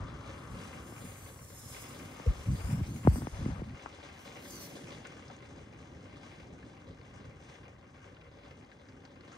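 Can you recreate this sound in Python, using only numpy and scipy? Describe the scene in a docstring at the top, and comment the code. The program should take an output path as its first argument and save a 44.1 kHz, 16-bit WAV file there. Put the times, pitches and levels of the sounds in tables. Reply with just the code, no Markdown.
"""Wind-driven rain on a double-glazed window, heard from the room behind it.
Each drop is an impact that excites the modes of the pane; the patter swells in squalls, over the wash
of rain in the street and a low rumble of wind. A hand-held microphone is swung past the frame: a sleeve
hisses by friction, comb-filtered by its own echoes, and fingers rub and knock on the case, which
carries their vibration to the microphone's two ports."""
import sys
import numpy as np
from scipy import signal
from scipy.fft import rfft, irfft, next_fast_len
from scipy.io import wavfile
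from scipy.ndimage import map_coordinates

SR = 44100
rng = np.random.default_rng(int(sys.argv[2]) if len(sys.argv) > 2 else 0)


def log_audio(samples):
    """Write samples as a 16-bit WAV file to the path given in sys.argv[1]."""
    # one column per channel
    frames = np.atleast_2d(samples).T
    # limit to full scale, then quantise
    limited = np.clip(frames, -1, 1)
    pcm = np.round(limited * 32767).astype(np.int16)
    wavfile.write(sys.argv[1], SR, pcm)


N = 413216
TIME = np.arange(N) / SR
FFT_SIZE = next_fast_len(N + SR // 2, real=True)
BIN_HZ = np.maximum(np.arange(FFT_SIZE // 2 + 1) * SR / FFT_SIZE, 1)
BODY_FOLLOWS = 0.58   # dB of change in the rain's dull body per dB of drive

# How hard the rain drives at the pane. Each row: time in seconds, drive in dB.
RAIN_COURSE = [(0, -65), (1.25, -64.5), (1.48, -72.5), (1.75, -60), (2.8, -61.5), (3.0, -64.5), (3.5, -62),
               (3.63, -69.5), (3.8, -62), (4.95, -60.5), (5.5, -69), (7.3, -72.5), (7.8, -74.5),
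               (9.37, -73)]
# Squalls throw extra water at the glass. Each row: time of the peak in seconds, added drive in dB.
SQUALL_PEAKS = [(.3, 2), (.66, 4.5), (6.08, 4), (6.31, 9), (6.7, 2.5), (7.12, 4), (7.51, 9.5), (8.06, 3.5),
                (8.48, 4.5), (9.32, 6.5)]
# Spectrum of the rain. Each row: frequency in Hz, gain in dB.
RAIN_SPECTRUM = [(280, 0), (520, 1.5), (690, -2), (790, 0), (900, -1), (1100, 0), (1330, -5), (1600, -4),
                 (2150, -9.5), (2400, -17.5), (2680, -21), (3100, -19), (4400, -23.5), (6200, -27),
                 (7300, -33.5), (9300, -34.5), (15000, -56.5)]
# Modes of the pane. Each row: frequency in Hz, relative level in dB, time to fall 60 dB in seconds.
PANE_MODES = [(770, 5, 0.036), (1586, 6, 0.036), (1790, 1.5, 0.059), (2072, 2, 0.045), (3445, -10, 0.07),
              (4030, -10.5, .06), (4850, -11, 0.044), (6340, -10, 0.053), (8300, -23, 0.05)]
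# Sharp impacts: two bright clicks of the sleeve's cloth, then heavy drops on the pane. Each row: start
# in seconds, tap peak in dB, tap pitch in Hz, bright peak in dB, ping pitch in Hz, decay time in ms.
SHARP_IMPACTS = [(4.507, -58, 1600, -41, 7000, 3), (4.556, -60, 1600, -45, 6500, 3),
                 (5.0509, -40.5, 1500, -46, 3680, 5), (5.07, -55, 1600, -46, 6940, 2.8),
                 (5.281, -60, 1610, -49, 5030, 5.4), (5.3445, -53, 1600, -59, 3850, 5),
                 (5.3646, -53, 1600, -53, 6400, 3.7), (6.234, -51, 2100, -62, 4850, 6),
                 (6.628, -49, 1590, -65, 5050, 7.7), (7.0135, -53, 1440, -58, 4400, 4),
                 (7.487, -52, 1600, -57, 5900, 10), (7.5844, -54, 1630, -61, 3600, 6.7),
                 (8.043, -51, 1750, -67, 5250, 5), (8.167, -50, 1400, -56, 3120, 5.5),
                 (8.212, -52, 2170, -59, 3900, 5), (8.435, -58, 2200, -67, 4450, 7),
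                 (8.623, -58, 1600, -61, 3050, 6), (8.7155, -47, 1650, -59.5, 4520, 11),
                 (8.6475, -51, 800, -61, 4950, 5), (8.886, -51.5, 1600, -55, 4800, 10),
                 (9.0516, -48, 1500, -51.5, 4600, 4.5), (9.208, -50, 1600, -53.5, 4440, 5),
                 (9.318, -50, 1370, -54, 5200, 7), (9.326, -47.5, 1360, -56, 6360, 9.8)]
# Drips on the sill. Each row: start in seconds, peak in dB, resonance in Hz.
SILL_DRIPS = [(3.8601, -40.5, 1100), (5.298, -44, 870), (8.4674, -51, 830), (8.624, -53, 865)]
# Strokes of the sleeve. Each row: time of the peak in seconds, relative level in dB, rise in seconds,
# fall in seconds, gain of the low band in dB, gain of the topmost sheen in dB.
SLEEVE_STROKES = [(.6, -66, 0.29, 0.21, -7, -20), (1.05, -60.5, 0.16, 0.31, -22, 1.5),
                  (1.76, -58, 0.31, 0.25, -4, 2.5), (2.52, -70.5, 0.28, 0.062, 4, -17),
                  (2.73, -59, 0.2, 0.043, -19, -2), (2.95, -65.5, 0.2, 0.054, 3, 3),
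                  (3.17, -55.5, 0.092, 0.06, -7, -1), (3.36, -67.5, 0.084, 0.19, 3, -10),
                  (4.23, -72, 0.057, 0.046, -6, 8.5), (4.51, -62, 0.073, 0.09, 1, 9.5),
                  (4.64, -64.5, 0.058, 0.048, 3, 14), (4.78, -67, 0.1, 0.14, 3, -12)]
# Spectrum of sliding cloth. Each row: frequency in Hz, gain in dB.
SLEEVE_SPECTRUM = [(2500, -28), (3600, -10), (4400, 1), (6000, 0.5), (8500, 2), (12000, -4), (15500, -10)]
# The sleeve's echo as it swings past the glass. Each row: time in seconds, delay in ms, strength 0-1.
GLASS_ECHO = [(.55, .42, .1), (.85, .47, .25), (1.1, .53, .55), (1.4, .608, .62), (1.6, .652, .72),
              (1.87, .688, .6), (2.15, .67, .3), (2.45, .587, .5), (2.68, .505, .72), (2.9, .4, .55),
              (3.1, .305, .5), (3.25, .27, .52), (3.6, .265, .2)]
# Gliding bands in the sleeve's hiss. Each row: start in seconds, length in seconds, level in dB,
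# first pitch in Hz, last pitch in Hz.
HISS_GLIDES = [(1.5, .48, -67, 5550, 5050), (2.5, .31, -66, 4550, 5450), (3.06, .16, -66, 4450, 4950),
               (4.45, .26, -61, 4950, 4100), (4.45, .26, -61.5, 6600, 5450),
               (4.57, .12, -65.5, 12350, 12000), (4.6, .1, -64, 13700, 13350),
               (4.59, .1, -66, 15150, 14750)]
# Knocks on the case. Each row: start in seconds, relative level in dB, rise in ms, length in ms,
# dispersion in cycles per cube root of a second.
CASE_KNOCKS = [(0.923, -42, 0.24, 10, 18), (1.046, -41, 2.3, 16, 20.5), (2.198, -41, 0.1, 13, 24),
               (2.262, -13, 19, 40.5, 16), (2.724, -21, 6.7, 12.5, 17), (2.808, -23.5, 5.9, 30, 18.7),
               (3.05, -35, 0.3, 1.5, 18), (3.073, -12, 0.53, 30.5, 18.4), (3.158, -34.5, .3, 3.1, 18.4),
               (3.22, -38, 0.14, 22, 19.6), (3.2705, -32, 0.082, 13, 20), (3.459, -14, 5.7, 7.3, 20.2),
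               (3.487, -29, 3.2, 8.3, 18), (3.618, -31, 1.7, 20, 20), (3.8602, -24, 0.52, 0.93, 23)]
# Fingers rubbing the case. Each row: start in seconds, length in seconds, relative level in dB,
# top of the rumble in Hz, scuff relative to the rumble in dB.
FINGER_RUBS = [(.0, 0.045, -38, 128, -10), (0.487, 0.12, -44.5, 160, -11), (1.03, 0.052, -46.5, 200, -19),
               (2.268, 0.058, -37.5, 130, -16), (2.314, 0.13, -47.5, 103, -12),
               (2.447, 0.13, -34, 150, -36), (2.561, 0.1, -42.5, 110, -8), (2.636, 0.056, -34, 85, -14.5),
               (2.672, 0.097, -33, 192, -14), (2.751, 0.073, -37, 220, -10), (2.848, 0.16, -39.5, 195, -22),
               (2.99, 0.068, -46, 120, -23), (3.048, 0.03, -28, 199, -14.5), (3.098, 0.064, -32, 140, -18),
               (3.154, .045, -34, 200, -13), (3.204, 0.039, -36, 215, -15), (3.235, 0.05, -42, 220, -11),
               (3.313, 0.082, -41, 100, -8), (3.364, 0.17, -36.5, 211, -12), (3.478, 0.16, -41, 191, -6.5),
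               (3.622, 0.15, -45, 190, -20)]
# Slow course of the wind. Each row: time in seconds, buffeting level in dB, roar level in dB.
WIND_COURSE = [(0, -45, -50.5), (.4, -51.5, -53.5), (.7, -52.5, -51.5), (1.15, -51, -57), (1.45, -51, -61),
               (1.7, -50, -58.5), (2, -55, -53), (4.05, -59.5, -60.5), (4.75, -58.5, -50), (5.05, -57, -56),
               (6.5, -55.5, -54.5), (7.55, -53.5, -59), (7.8, -58, -61.5), (9.37, -60.5, -57.5)]
# Spectrum of the wind behind the glass. Each row: frequency in Hz, gain in dB.
WIND_SPECTRUM = [(25, -40), (54, -6), (92, -1), (221, -8), (253, -5), (382, -13), (512, -18), (600, -18.5),
                 (780, -72), (1320, -120)]
# Gusts singing faintly round the frame. Each row: time in seconds, level in dB.
GUST_COURSE = [(0, -54), (.7, -57), (1.1, -63), (1.5, -70.5), (1.9, -62), (2.35, -57), (2.8, -66),
               (3.8, -65.5), (9.37, -109)]
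# Spectrum of the gusts. Each row: frequency in Hz, gain in dB.
GUST_SPECTRUM = [(300, -10), (600, -9.5), (850, -9), (1150, 1), (1400, -5), (1900, -14), (3000, -45)]
# The sound fields of room, sleeve and gusts at the two ports. Each row: frequency in Hz,
# level of left over right in dB, coherence 0-1, phase lead of the left in radians.
ROOM_FIELD = [(100, .4, .99, -.15), (280, -.6, .92, -.1), (470, 1.2, .68, .3), (750, 8.5, .14, -1),
              (1050, 5, .22, -2), (1600, 4, .6, 0), (2100, 2.5, .2, -.7), (2400, 2, .45, -3),
              (2850, 2, .75, 2.8), (3500, 1.3, .74, 1.2), (4200, .7, .77, .2), (5000, 1, .7, .2),
              (6000, -3, .7, .3), (7300, -1, .65, 1), (8000, 0, .985, 0)]
SLEEVE_FIELD = [(3500, 1, .5, 3), (4400, 1, .45, 1), (5000, 2, .3, -1), (5800, -4, .5, 2.5),
                (6600, -2, .5, 2.5), (7300, 0, .6, 2), (8050, 0, .975, 0)]
GUST_FIELD = [(300, 5, .7, -.2), (650, 5, 0.79, -.2), (1000, 4, 0.8, 0.33), (1500, 11, 0.5, .2)]


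def rain(wash_db=-7.5, patter_db=-4.5, spray_wash_db=-7.0, spray_patter_db=-4, split_hz=2400):
    """Superposition: street drops merge into a wash under the patter; harder rain is brighter."""
    spray_db = rain_drive()
    body_db = -55.5 + BODY_FOLLOWS * (spray_db + 61)
    wash = at_ports(coloured(through_pane(rng.standard_normal((2, N))), RAIN_SPECTRUM), ROOM_FIELD)
    drops = at_ports(coloured(through_pane(patter()), RAIN_SPECTRUM), ROOM_FIELD)
    body_hz, spray_hz = (600, 2200), (2500, 4200)
    body = from_db(wash_db) * unit(wash, body_hz) + from_db(patter_db) * unit(drops, body_hz)
    spray = from_db(spray_wash_db) * unit(wash, spray_hz)
    spray += from_db(spray_patter_db) * unit(drops, spray_hz)
    body = butter(body, split_hz, "low", order=7)
    spray = butter(spray, split_hz, "high", order=7)
    return from_db(body_db) * body + from_db(spray_db) * spray


def rain_drive(rise_s=0.093, fall_s=0.13):
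    """Amplitude envelope of the rain in dB: a slow course plus a Gaussian swell for each squall."""
    drive_db, = in_time(RAIN_COURSE)
    for peak_s, db in SQUALL_PEAKS:
        drive_db += db * np.exp(-from_peak(peak_s, rise_s, fall_s) ** 2)
    return drive_db


def patter(per_s=380, size_db=7.0, flurry_db=1.66, spots=8):
    """Shot noise: small drops of random size land in flurries on several spots of the pane."""
    clicks = impulses(per_s * from_db(flurry_db * drift(6)), size_db, size_cap=2.8)
    spot = rng.integers(0, spots, N)
    return unit(sum(signal.oaconvolve([clicks * (spot == k)], splat(), axes=1) for k in range(spots)))


def splat(tick_t60=0.016, ring_t60=0.28, ring_db=-5, room_t60=0.36, room_db=-15, uneven_db=4.5):
    """Impulse response of one spot: a tick, a short ring and the room's tail, randomly coloured."""
    t = TIME[:SR // 4]
    envelope = decay(t, tick_t60) + decay(t, ring_t60, ring_db) + decay(t, room_t60, room_db)
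    burst = envelope * rng.standard_normal((2, len(t)))
    edges_hz = np.geomspace(200, 16000, 9)
    gains = from_db(uneven_db * rng.standard_normal(8))
    sound = sum(g * butter(burst, band, "band") for g, band in zip(gains, zip(edges_hz, edges_hz[1:])))
    return sound / np.sqrt(np.sum(sound ** 2))


def through_pane(x, ring_db=-6, width_hz=120):
    """Resonant transmission: the glass passes sound best at its own modes."""
    return x + from_db(ring_db) * sum(resonate(x, hz, hz / width_hz) for hz, _, _ in PANE_MODES)


def taps(per_s=55, size_db=3.0, level_db=-70, low_hz=550, high_hz=2100, ring_cycles=18, spots=14):
    """Damped vibration: middling drops tap each spot at its own pitch, the higher dying sooner."""
    clicks = impulses(per_s, size_db, size_cap=2)
    spot, t = rng.integers(0, spots, N), TIME[:SR // 20]
    sound = 0
    for k, hz in enumerate(np.geomspace(low_hz, high_hz, spots)):
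        burst = rng.standard_normal((2, len(t))) * decay(t, ring_cycles / hz)
        tap = butter(burst, (hz / 1.15, hz * 1.15), "band")
        sound += signal.oaconvolve([clicks * (spot == k)], tap / tap.std() / np.sqrt(hz), axes=1)
    drive_db = rain_drive()
    gain = from_db(level_db + BODY_FOLLOWS * (drive_db - drive_db.mean()))
    return gain * unit(at_ports(sound, ROOM_FIELD))


def ticks(per_s=70, size_db=2.5, level_db=-75.0, follows=0.66, ring_db=4, spots=6):
    """Modal excitation: drops click on the nearest glass, each spot ringing its own mix of modes."""
    clicks = impulses(per_s, size_db, size_cap=2.5)
    spot, t = rng.integers(0, spots, N), TIME[:SR // 16]
    crack = decay(t, t60=0.02) * rng.standard_normal((spots, 2, len(t)))
    crack = butter(butter(crack, 1500, "high"), 5400, "low", order=6)
    ring = sum(rng.standard_normal((spots, 2, 1)) * mode for mode in pane_modes(t))
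    responses = crack / crack.std() + from_db(ring_db) * ring / ring.std()
    sound = sum(signal.oaconvolve([clicks * (spot == k)], responses[k], axes=1) for k in range(spots))
    drive_db = rain_drive()
    gain = from_db(level_db + follows * (drive_db - drive_db.min()))
    return gain * unit(at_ports(sound, ROOM_FIELD))


def pane_modes(t):
    """Free vibration: each normal mode of the pane is a damped sinusoid."""
    return [decay(t, t60, db) * np.sin(2 * np.pi * hz * t) for hz, db, t60 in PANE_MODES]


def sharp_impacts(ring_db=-9, ping_db=4, band_ratio=1.4, tap_stretch=1.2):
    """Impact excitation: a heavy drop or a click of cloth gives a ringing tap and a bright ping."""
    out, t = np.zeros((2, N)), TIME[:SR // 10]
    for start_s, tap_db, tap_hz, bright_db, ping_hz, decay_ms in SHARP_IMPACTS:
        burst = rng.standard_normal((2, len(t)))
        fade = np.exp(-1000 * t / decay_ms)
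        ring = sum(rng.choice([-1, 1], (2, 1)) * mode for mode in pane_modes(t))
        tap = resonate(burst * fade ** (1 / tap_stretch), tap_hz, quality=7)
        tap = butter(tap, 2 * tap_hz, "low", order=3)
        blow = tap / tap.std() + from_db(ring_db) * ring / ring.std()
        click = butter(burst * fade, (ping_hz / band_ratio, ping_hz * band_ratio), "band", order=3)
        ping = resonate(click, ping_hz, quality=11)
        bright = click / click.std() + from_db(ping_db) * ping / ping.std()
        add(out, start_s, with_peak(blow, tap_db) + with_peak(bright, bright_db))
    return at_ports(out, ROOM_FIELD)


def drips(quality=3.5, top_hz=2200):
    """Heavily damped resonance: a drip lands on the sill with a dull, faintly pitched tap."""
    out = np.zeros((2, N))
    for start_s, db, hz in SILL_DRIPS:
        blow = splat(tick_t60=.03, ring_t60=.1, ring_db=-9, uneven_db=1)
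        tap = butter(resonate(blow, hz, quality), top_hz, "low", order=3)
        add(out, start_s, with_peak(tap, db))
    return at_ports(out, ROOM_FIELD)


def sleeve(level_db=-2, grain_db=0.64, patchy_db=2.5, split_hz=6800, sheen_hz=12000):
    """Friction noise: sliding cloth hisses with each stroke, joined by its echoes and gliding bands."""
    hiss = coloured(rng.standard_normal((2, N)), SLEEVE_SPECTRUM) * from_db(grain_db * drift(76))
    hiss /= np.std(butter(hiss[0], (7500, 15000), "band", order=4))
    low = butter(hiss, split_hz, "low", order=3) * from_db(patchy_db * drift(23))
    high = butter(hiss, split_hz, "high", order=3) * from_db(.5 * patchy_db * drift(21))
    strokes = np.zeros((2, N))
    for peak_s, db, rise_s, fall_s, low_db, sheen_db in SLEEVE_STROKES:
        swell_db = -7 * from_peak(peak_s, rise_s, fall_s) ** 1.3   # a fairly pointed crest
        heard = swell_db > -40
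        cloth = from_db(low_db) * low[:, heard] + high[:, heard]
        sheen = from_db(sheen_db) * butter(cloth, sheen_hz, "high", order=3)
        cloth = butter(cloth, sheen_hz, "low", order=3) + sheen
        strokes[:, heard] += from_db(level_db + db + swell_db[heard]) * cloth
    return at_ports(strokes + window_echoes(strokes) + gliding_bands(), SLEEVE_FIELD)


def window_echoes(pair, flutter_db=1.3, jitter_ms=.009, frame_gain=0.19, frame_path_ratio=2.35):
    """Interference: moving echoes off glass and frame sweep a comb when added to the direct sound."""
    lag_ms, strength = in_time(GLASS_ECHO)
    echoes = np.zeros((2, N))
    for path_ratio, gain in ((1, -strength), (frame_path_ratio, frame_gain)):
        delay_s = path_ratio * (lag_ms + jitter_ms * drift(14)) / 1000
        delayed = np.array([map_coordinates(side, [(TIME - delay_s) * SR], order=3) for side in pair])
        echoes += gain * from_db(flutter_db * drift(18)) * delayed
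    return echoes


def gliding_bands(width_hz=210, taper=0.55):
    """Narrow-band noise: bands of hiss glide in pitch as the sleeve swishes past the glass."""
    out = np.zeros((2, N))
    for start_s, length_s, db, from_hz, to_hz in HISS_GLIDES:
        n = int(length_s * SR)
        phase = 2 * np.pi * np.cumsum(np.linspace(from_hz, to_hz, n)) / SR
        in_phase, quadrature = butter(rng.standard_normal((2, 2, SR))[..., :n], width_hz, "low")
        band = in_phase * np.cos(phase) + quadrature * np.sin(phase)
        add(out, start_s, from_db(db) * signal.windows.tukey(n, taper) * band / band.std())
    return out


def knocks(snap_ms=0.61, hollow_hz=900, hollow_db=2):
    """Dispersion: bending waves carry highs ahead of lows, a falling chirp that rings the hollow case."""
    out, t = np.zeros(N), TIME[:SR // 8]
    ms = 1000 * t
    contact = 1 + np.exp(-ms / snap_ms)   # the first touch is the hardest
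    for start_s, db, rise_ms, length_ms, dispersion in CASE_KNOCKS:
        chirp = np.sin(2 * np.pi * dispersion * np.cbrt(t) + np.pi * 4 / 3)
        swell = (1 - np.exp(-(ms / rise_ms) ** 2)) * np.exp(-(ms / length_ms) ** 3)
        add(out, start_s, from_db(db) * contact * swell * chirp)
    return out + from_db(hollow_db) * resonate(out, hollow_hz, quality=3)


def rubs(level_db=1.0, taper=0.53, low_hz=50, scuff_hz=1200):
    """Sliding friction: skin drags over the case in short, dull strokes with a faint scuff on top."""
    out = np.zeros(N)
    friction = butter(rng.standard_normal(N), low_hz, "high")
    for start_s, length_s, db, top_hz, scuff_db in FINGER_RUBS:
        start = round(start_s * SR)
        slips = friction[start:start + int(length_s * SR)]
        rumble = unit(butter(slips, top_hz, "low", order=3))
        scuff = from_db(scuff_db) * unit(butter(slips, scuff_hz, "low"))
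        swell = signal.windows.tukey(len(slips), taper)
        add(out, start_s, from_db(db + level_db) * swell * (rumble + scuff))
    return out


def judder(start_s=2.484, gap_s=.0152, peak_db=-25.5, hz=110, slip_s=0.0062, slips=5):
    """Slow stick-slip: a dragging finger catches and lets go, each slip a dull bump."""
    out, t = np.zeros(N), TIME[:SR // 20]
    bump = np.sin(2 * np.pi * hz * t) * t / slip_s * np.exp(-(t / slip_s) ** 2)
    for k in range(slips):
        add(out, start_s + k * gap_s, with_peak(bump, peak_db + rng.normal()))
    return out


def squeak(start_s=2.2605, rise_s=0.0023, length_s=0.013, level_db=-30.5, hz=486):
    """Fast stick-slip: a fingertip oscillates for a few cycles as it shifts its grip."""
    out, t = np.zeros(N), TIME[:SR // 20]
    swell = (1 - np.exp(-t / rise_s)) * np.exp(-(t / length_s) ** 2)
    add(out, start_s, from_db(level_db) * swell * np.sin(2 * np.pi * hz * t))
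    return out


def through_case(x, near_top_hz=3500, far_low_hz=35, far_top_hz=600):
    """Structure-borne sound: the left port is by the hand; only the lower range reaches the right."""
    far = butter(butter(x, far_low_hz, "high", order=1), far_top_hz, "low")
    return np.array([butter(x, near_top_hz, "low"), far])


def wind(split_hz=145, buffet_db=1.73):
    """Transmission loss: glass passes the low buffeting, but little of the rush round the frame."""
    deep_db, roar_db = in_time(WIND_COURSE)
    rush_db, = in_time(GUST_COURSE)
    air = coloured(rng.standard_normal((2, N)), WIND_SPECTRUM)
    deep = butter(air, split_hz, "low", order=5)
    roar = butter(air, split_hz, "high", order=5)
    rumble = deep / deep.std() * from_db(deep_db) + roar / roar.std() * from_db(roar_db)
    rush = coloured(rng.standard_normal((2, N)), GUST_SPECTRUM)
    rush = rush / rush.std() * from_db(rush_db)
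    return at_ports(rumble * from_db(buffet_db * drift(20)), ROOM_FIELD) + at_ports(rush, GUST_FIELD)


def at_ports(pair, field):
    """Partial coherence: two unrelated signals mix into the left and right of one sound field."""
    hz, tilt_db, coherence, lead = np.transpose(field)
    alike = np.interp(np.log(BIN_HZ), np.log(hz), coherence * np.exp(-1j * lead))
    right_gain = from_db(-np.interp(np.log(BIN_HZ), np.log(hz), tilt_db))
    left, other = rfft(pair, FFT_SIZE)
    right = right_gain * (alike * left + np.sqrt(1 - abs(alike) ** 2) * other)
    centre_gain = np.sqrt(1 + right_gain ** 2 + 2 * right_gain * alike.real) / 2
    return irfft(np.array([left, right]) / centre_gain, FFT_SIZE)[:, :N]


def impulses(per_s, size_db, size_cap):
    """Poisson process: impulses of random level, at most size_cap times size_db above unity."""
    landed = rng.random(N) < per_s / SR
    return landed * from_db(size_db * np.minimum(rng.exponential(1, N), size_cap))


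def drift(rate_hz, step=40):
    """Random modulation: low-passed noise with a standard deviation of 1."""
    pole = np.exp(-2 * np.pi * rate_hz * step / SR)
    noise = rng.standard_normal(N // step + 2002)
    slow = signal.lfilter([1], [1, -2 * pole, pole * pole], noise)[2000:]   # once the filter has settled
    return np.interp(np.arange(N) / step, np.arange(len(slow)), slow / slow.std())


def coloured(x, spectrum):
    """Spectral shaping by a gain curve that falls away past its ends."""
    hz, db = np.transpose(spectrum)
    gain = from_db(np.interp(np.log(BIN_HZ), np.log(hz), db))
    skirts = (1 + (.7 * hz[0] / BIN_HZ) ** 8) * (1 + (BIN_HZ / hz[-1] / 1.3) ** 8)
    return irfft(rfft(x, FFT_SIZE) * gain / np.sqrt(skirts), FFT_SIZE)[..., :N]


def resonate(x, hz, quality):
    """Second-order resonance with a gain of 1 at its top."""
    return signal.lfilter(*signal.iirpeak(hz, quality, fs=SR), x + 1e-18)


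def butter(x, hz, kind, order=2):
    """Causal, maximally flat filter."""
    return signal.sosfilt(signal.butter(order, hz, kind, fs=SR, output="sos"), x + 1e-18)


def decay(t, t60, db=0):
    """Exponential decay from db, falling 60 dB in t60 seconds."""
    return from_db(db - 60 * t / t60)


def from_peak(peak_s, rise_s, fall_s):
    """Distance from a peak, in rise times before it and fall times after it."""
    return np.maximum((peak_s - TIME) / rise_s, (TIME - peak_s) / fall_s)


def in_time(rows):
    """Linear interpolation of each column of a curve at every sample."""
    times, *columns = np.transpose(rows)
    return [np.interp(TIME, times, column) for column in columns]


def unit(x, band=None):
    """Normalisation: the channels' mean gets an rms of 1, within a band if one is given."""
    mono = np.atleast_2d(x).mean(axis=0)
    return x / np.std(mono if band is None else butter(mono, band, "band", order=4))


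def with_peak(x, db):
    """Normalisation to a peak level in dB."""
    return from_db(db) * x / abs(x).max()


def from_db(db):
    """Decibels to amplitude ratio."""
    return 10 ** (np.asarray(db) / 20)


def add(track, start_s, sound):
    """Superpose a sound on a track from start_s on."""
    start = round(start_s * SR)
    track[..., start:start + sound.shape[-1]] += sound[..., :N - start]


def scene(hiss_db=-95):
    """Superposition of the weather outside, the handling inside and faint microphone hiss."""
    hiss = from_db(hiss_db) * rng.standard_normal(N)
    airborne = rain() + taps() + ticks() + sharp_impacts() + drips() + wind() + sleeve()
    structure_borne = through_case(rubs() + judder() + knocks() + squeak())
    return airborne + structure_borne + hiss


def record(dry):
    """Band limiting: bass below 22 Hz and treble above 15.7 kHz are cut."""
    low_pass = signal.ellip(12, .1, 70, 15700, fs=SR, output="sos")
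    return signal.sosfilt(low_pass, butter(dry, 22, "high"))


dry = scene()
out = record(dry)
log_audio(out)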